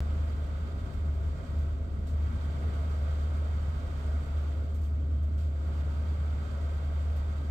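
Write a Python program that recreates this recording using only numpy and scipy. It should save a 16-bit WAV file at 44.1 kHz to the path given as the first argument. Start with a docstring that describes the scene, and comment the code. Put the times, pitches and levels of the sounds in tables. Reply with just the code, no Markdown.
"""The cabin of a fast ferry at sea. From the start sixteen-cylinder diesels drone, built from sine waves, and the
hull rumbles, made of coloured noise. Wash, also noise, hisses on the right as short spray bursts come and go.
After about a second the firing tone swells and sinks, with one deep dip near 1.4 s; the wash ebbs until 2 s.
It then swells, ebbs near 5 s amid a second cluster of spray, and swells again before two bursts near 7 s."""
import sys
import numpy as np
from scipy import signal
from scipy.fft import rfft, irfft, next_fast_len
from scipy.io import wavfile

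SR = 44100
rng = np.random.default_rng(int(sys.argv[2]) if len(sys.argv) > 2 else 0)


def master(y):
    """Save y as 16-bit WAV."""
    cut = np.clip(np.atleast_2d(y).T, -1, 1)
    pcm = np.round(cut * 32767)  # scale
    wavfile.write(sys.argv[1], SR, pcm.astype(np.int16))


def gain_from_db(level_db):
    """Convert decibel levels to linear amplitude factors (20 dB per decade)."""
    decades = np.asarray(level_db, float) / 20
    return 10 ** decades


N = 330794   # samples, about 7.5 s


def rms_one(x):
    """Scale a signal to an average strength (rms) of 1."""
    return x / np.sqrt(np.mean(x ** 2) + 1e-20)


def in_time(rows):
    """Turn a table that starts with time into one smooth curve per further column, sample by sample."""
    s, *columns = np.transpose(rows)
    return [np.interp(np.arange(N) / SR, s, c) for c in columns]


def at_hz(points, hz):
    """Read a table that starts with frequency, joining its points on a log-frequency axis."""
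    table = np.array(points)
    return np.interp(np.log(hz), np.log(table[:, 0]), table[:, 1])


def drift(rate_hz):
    """Slow random wandering of rms 1: noise at every 40th sample, smoothed twice by a one-pole low-pass."""
    r = np.exp(-80 * np.pi * rate_hz / SR)
    noise = rng.standard_normal(N // 40 + 2002)
    slow = signal.lfilter([1], [1, -2 * r, r * r], noise)[2000:]   # skip the filter's start
    return np.interp(np.arange(N) / 40, np.arange(len(slow)), rms_one(slow))


def cabin_paths(hz, size, echo_s=0.0039, ripple=0.31, from_hz=720):
    """Close, fast-fading echoes give each side its own phase and ripple, once the wavelength is short."""
    echoes = rng.standard_normal((2, 2048)) * np.exp(-np.arange(2048) / (echo_s * SR))
    energy = np.sum(echoes ** 2, axis=1, keepdims=True)
    paths = rfft(echoes / np.sqrt(energy), size)
    short = np.clip((hz / from_hz - 1) * 4, 0, 1)   # fades the echoes in above from_hz
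    phase = np.unwrap(np.angle(paths))
    return np.abs(paths) ** (ripple * short) * np.exp(1j * short * phase)


# how much of the noise both sides share: (frequency [Hz], share of power [0-1])
SHARED_BY_SIDES = [(60, 0.83), (150, 1), (290, 0.87), (400, 0.8), (600, 0.39), (800, 0.14), (1300, 0.5),
                   (2200, 0.22), (4000, 0.69), (15000, 0.29)]
# how much louder the left is than the right, used above 100 Hz: (frequency [Hz], level [dB])
LEFT_OVER_RIGHT_DB = [(60, 14), (92, 5.5), (140, 0.5), (210, 1.5), (330, 4), (500, 2.5), (770, -1.5),
                      (1170, -2), (1790, -4), (2740, -7), (4190, -7.5), (6410, -6), (9810, -10),
                      (15000, -0.5)]
# resonances and hollows of window and cabin lining: (centre [Hz], width [Hz], level [dB])
LINING_RESONANCES = [(307, 14, 3), (352, 35, -3), (384, 18, 4), (422, 16, 2.5), (472, 25, -4),
                     (538, 30, 3.5), (725, 25, 2), (770, 25, -2), (925, 45, 4), (965, 25, -3),
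                     (1135, 30, 3), (1268, 45, 3.5), (1430, 40, 3), (1550, 50, 3), (1780, 120, -2),
                     (1920, 55, 6), (2165, 90, 4), (3180, 140, 7), (3575, 150, 4), (4620, 180, 3),
                     (5050, 340, -3.5), (5340, 130, 5), (5870, 280, -2.5), (6760, 420, -2), (7440, 330, 3),
                     (8170, 90, 4)]


def stereo_bands(spectrum, level_band):
    """Stereo noise coloured by spectrum and cabin, rms 1 within level_band, as octave bands: (centre Hz, band)."""
    size = next_fast_len(N)
    hz = np.maximum(np.arange(size // 2 + 1) * SR / size, 1)
    common, *own = rfft(rng.standard_normal((3, size)))
    alike = np.clip(at_hz(SHARED_BY_SIDES, hz), 0, 1)
    pair = np.sqrt(alike) * common * cabin_paths(hz, size) + np.sqrt(1 - alike) * np.array(own)

    lean_db = at_hz(LEFT_OVER_RIGHT_DB, hz) / 2 * (hz > 100)   # half for each side
    lining_db = sum(db / (1 + (2 * (hz - centre) / width) ** 2) for centre, width, db in LINING_RESONANCES)
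    sides_db = [lining_db + lean_db, lining_db - lean_db]
    pair = pair * gain_from_db(at_hz(spectrum, hz) + sides_db) * (hz > 16)

    # set the level on the average of left and right
    inside = (hz > level_band[0]) & (hz < level_band[1])
    power = np.mean(inside * np.abs(pair.mean(axis=0)) ** 2)
    pair = pair * np.sqrt(size / power)

    # six centres an octave apart; each band fades into its neighbours
    centres = spectrum[-1][0] / 2 ** np.arange(6)[::-1]
    place = np.interp(np.log(hz), np.log(centres), np.arange(6))
    for k, centre in enumerate(centres):
        share = np.maximum(1 - np.abs(place - k), 0)
        yield centre, irfft(pair * share, size)[:, :N]


# colour of the plating's rumble: (frequency [Hz], relative level per Hz [dB])
RUMBLE_COLOUR = [(22, -36), (30, -19.5), (45, -21.5), (58, -19), (68, -15.5), (82, -14.5), (94, -17),
                 (104, -18), (120, -26.5), (141, -19.5), (165, -25.5), (205, -26.5), (225, -25.5),
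                 (250, -27), (288, -29.5), (345, -35.5), (450, -34), (680, -33.5), (800, -60), (1200, -80)]


def hull(level_db, upper_db, deep_db):
    """The plating rumbles as coloured noise; each band heaves a little on its own."""
    out = 0
    for hz, band in stereo_bands(RUMBLE_COLOUR, (85, 330)):
        gain_db = upper_db if hz > 330 else deep_db if hz < 60 else level_db
        heave_db = 1.1 * drift(4.0)
        out = out + gain_from_db(gain_db + heave_db) * band
    return out


# spray on the window: (time [s], level before onset and treble weighting, on the wash's scale [dB],
# length [s], sharpness: extra level at the very top [dB])
SPRAY_BURSTS = [(.437, -60, .03, 5), (.931, -51, .03, 4), (1.14, -55, 0.033, 3), (1.581, -54, .03, 5),
                (2.065, -48.5, 0.057, 1.5), (4.741, -51, 0.04, 7), (4.812, -51, 0.017, 5),
                (4.831, -51.5, 0.058, 4), (5.223, -57, .035, 7), (5.376, -51, 0.094, -1),
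                (5.646, -59, .05, 5), (7.017, -55, .025, 0.3), (7.16, -52, .03, 11)]


def spray_bursts(attack_s=0.0027):
    """Loudness shapes of the spray: each burst sets in fast, holds and dies; returned with their sharpness."""
    t = np.arange(N) / SR
    shapes = []
    for s, level_db, length_s, _ in SPRAY_BURSTS:
        age = np.maximum(t - s, 0)
        onset = 1 - np.exp(-age / attack_s)
        fade = np.exp(-(age / length_s) ** 2)
        shapes.append(gain_from_db(level_db) * onset * fade)
    return np.array(shapes), np.array(SPRAY_BURSTS)[:, 3]


# colour of the wash: (frequency [Hz], relative level per Hz [dB])
WASH_COLOUR = [(250, -21), (500, -8.5), (760, -0.5), (1000, -4.5), (1280, 1.5), (1550, -4), (1780, -11),
               (2100, -10.5), (3200, -16.5), (4700, -18), (5100, -21), (6600, -23.5), (7400, -21.5),
               (9200, -28.5), (9450, -41), (11000, -38.5), (11900, -29), (15500, -40)]


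def wash(wash_db, bright_db):
    """Water rushing along the side is hissing noise; its treble flickers in step, and spray lifts the upper bands."""
    out = 0
    flicker_db = 1.44 * (0.3 * drift(8.0) + 0.72 * drift(27.0))
    shapes, sharp_db = spray_bursts()
    for hz, band in stereo_bands(WASH_COLOUR, (900, 5000)):
        height = np.clip(np.log2(hz / 1000) / 4, 0, 1)   # 0 at the foot of the treble, 1 at its top
        treble_db = height * (bright_db + flicker_db)
        patchy_db = 0.5 * drift(15.0)   # each band varies on its own
        flow = gain_from_db(wash_db + treble_db + patchy_db)
        sharpness = gain_from_db(sharp_db * (height - 0.7) / 0.3)
        spray = height * (sharpness @ shapes)
        out = out + np.sqrt(flow ** 2 + spray ** 2) * band   # flow and spray add as powers
    return out


CYCLE_HZ = 9.327   # engine cycles per second
# the firing tone, eighth order of the engine cycle: (time [s], level [dB])
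FIRING_TONE = [(0.0, -28.5), (0.2, -28.5), (0.33, -33), (0.75, -34.5), (0.91, -37.5), (1.07, -30),
               (1.27, -29.5), (1.43, -50), (1.57, -28.5), (1.9, -35.5), (2.19, -27.5), (2.43, -33.5),
               (2.56, -29.5), (3.5, -28.5), (3.93, -34), (4.17, -28), (4.27, -36), (4.38, -27.5),
               (4.67, -31.5), (5.2, -27.5), (5.7, -30), (6.33, -28.5), (6.47, -34), (6.63, -30),
               (7.12, -29), (7.5, -31)]
# other orders of the cycle, before wavering and heave: (multiple of the cycle rate [-], level [dB])
OTHER_ORDERS = [(3, -61), (4, -59), (5, -47), (6, -62), (7, -49), (9, -49), (10, -60), (11, -58), (12, -59),
                (13, -66), (14, -57), (15, -60), (16, -66), (17, -68), (21, -69), (24, -67), (31, -69),
                (40, -74), (41, -69), (72, -66)]


def engines(deep_db):
    """Diesels drone as sines at multiples of the cycle; uneven firing intervals shake the pitch each cycle."""
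    turn = 2 * np.pi * CYCLE_HZ * np.arange(N) / SR
    firing_db, = None,
    firing, = in_time([(s, gain_from_db(db)) for s, db in FIRING_TONE])
    wander = 0.4 * drift(2.0)   # rad; the hull mode near the firing tone shifts its phase as the ship works
    out = firing * np.cos(8 * turn + wander)
    for k, level_db in OTHER_ORDERS:
        if k in (7, 9):   # the firing tone's neighbours keep a set phase offset from it, which wanders only slightly and slowly
            start = 1.2 + wander
        else:
            start = rng.uniform(0, 2 * np.pi)
        # several engines at nearly one speed make each order waver; the deep ones follow the heave
        waver_db = 1.5 * drift(0.66)
        heave_db = (k < 6) * (deep_db + 43)   # relative to -43 dB
        phase = k * turn + start + 0.31 * drift(0.28)
        out = out + gain_from_db(level_db + waver_db + heave_db) * np.cos(phase)
    return np.sqrt(2) * out   # makes the levels rms levels


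# hull rumble: (time [s], level at 85-330 Hz [dB], level of the deep part [dB])
HULL_HEAVE = [(0.0, -43, -40.5), (0.83, -43, -38.5), (2.0, -42, -39), (2.5, -41.5, -43),
              (3.2, -44.5, -44.5), (3.75, -43.5, -40.5), (5.0, -44.5, -48), (6.25, -42.5, -48),
              (6.67, -44, -44), (7.5, -44.5, -43.5)]
# wash at 900-5000 Hz, rising and falling with the swell: (time [s], level [dB])
SEA_SWELL = [(0.0, -54.5), (0.5, -56.5), (1.0, -57), (1.17, -59), (1.5, -56.5), (1.83, -61), (2.0, -61),
             (2.3, -55.6), (2.67, -54), (3.7, -55.5), (4.15, -55), (4.5, -56), (4.83, -62.5), (5.2, -62.3),
             (5.5, -62), (5.7, -56.5), (6.5, -55), (7.0, -55.5), (7.5, -57)]


def scene():
    """The swell sets the wash, its brightness and the upper rumble; the deep orders follow the deep rumble."""
    level_db, deep_db = in_time(HULL_HEAVE)
    wash_db, = in_time(SEA_SWELL)
    swing_db = wash_db + 57   # swell relative to -57 dB
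    upper_db = -44.5 + 0.59 * swing_db   # rumble above 330 Hz follows part of the swing
    bright_db = -0.17 * swing_db   # the highest band of the wash swings less
    return hull(level_db, upper_db, deep_db) + wash(wash_db, bright_db) + engines(deep_db)


def band_limit(x):
    """A steep low-pass at the top of the band."""
    return signal.sosfilt(signal.butter(12, 16930, fs=SR, output="sos"), x)


def record(dry):
    """A steep low-pass cuts the top; the sound begins after a few silent milliseconds."""
    cutoff_hz, start_s = 15720, 0.0048
    low_pass = signal.ellip(12, 0.5, 60, cutoff_hz, fs=SR, output="sos")
    cut = signal.sosfilt(low_pass, dry)
    finished = cut * (np.arange(N) > start_s * SR)
    return band_limit(finished)


dry = scene()
out = record(dry)
master(out)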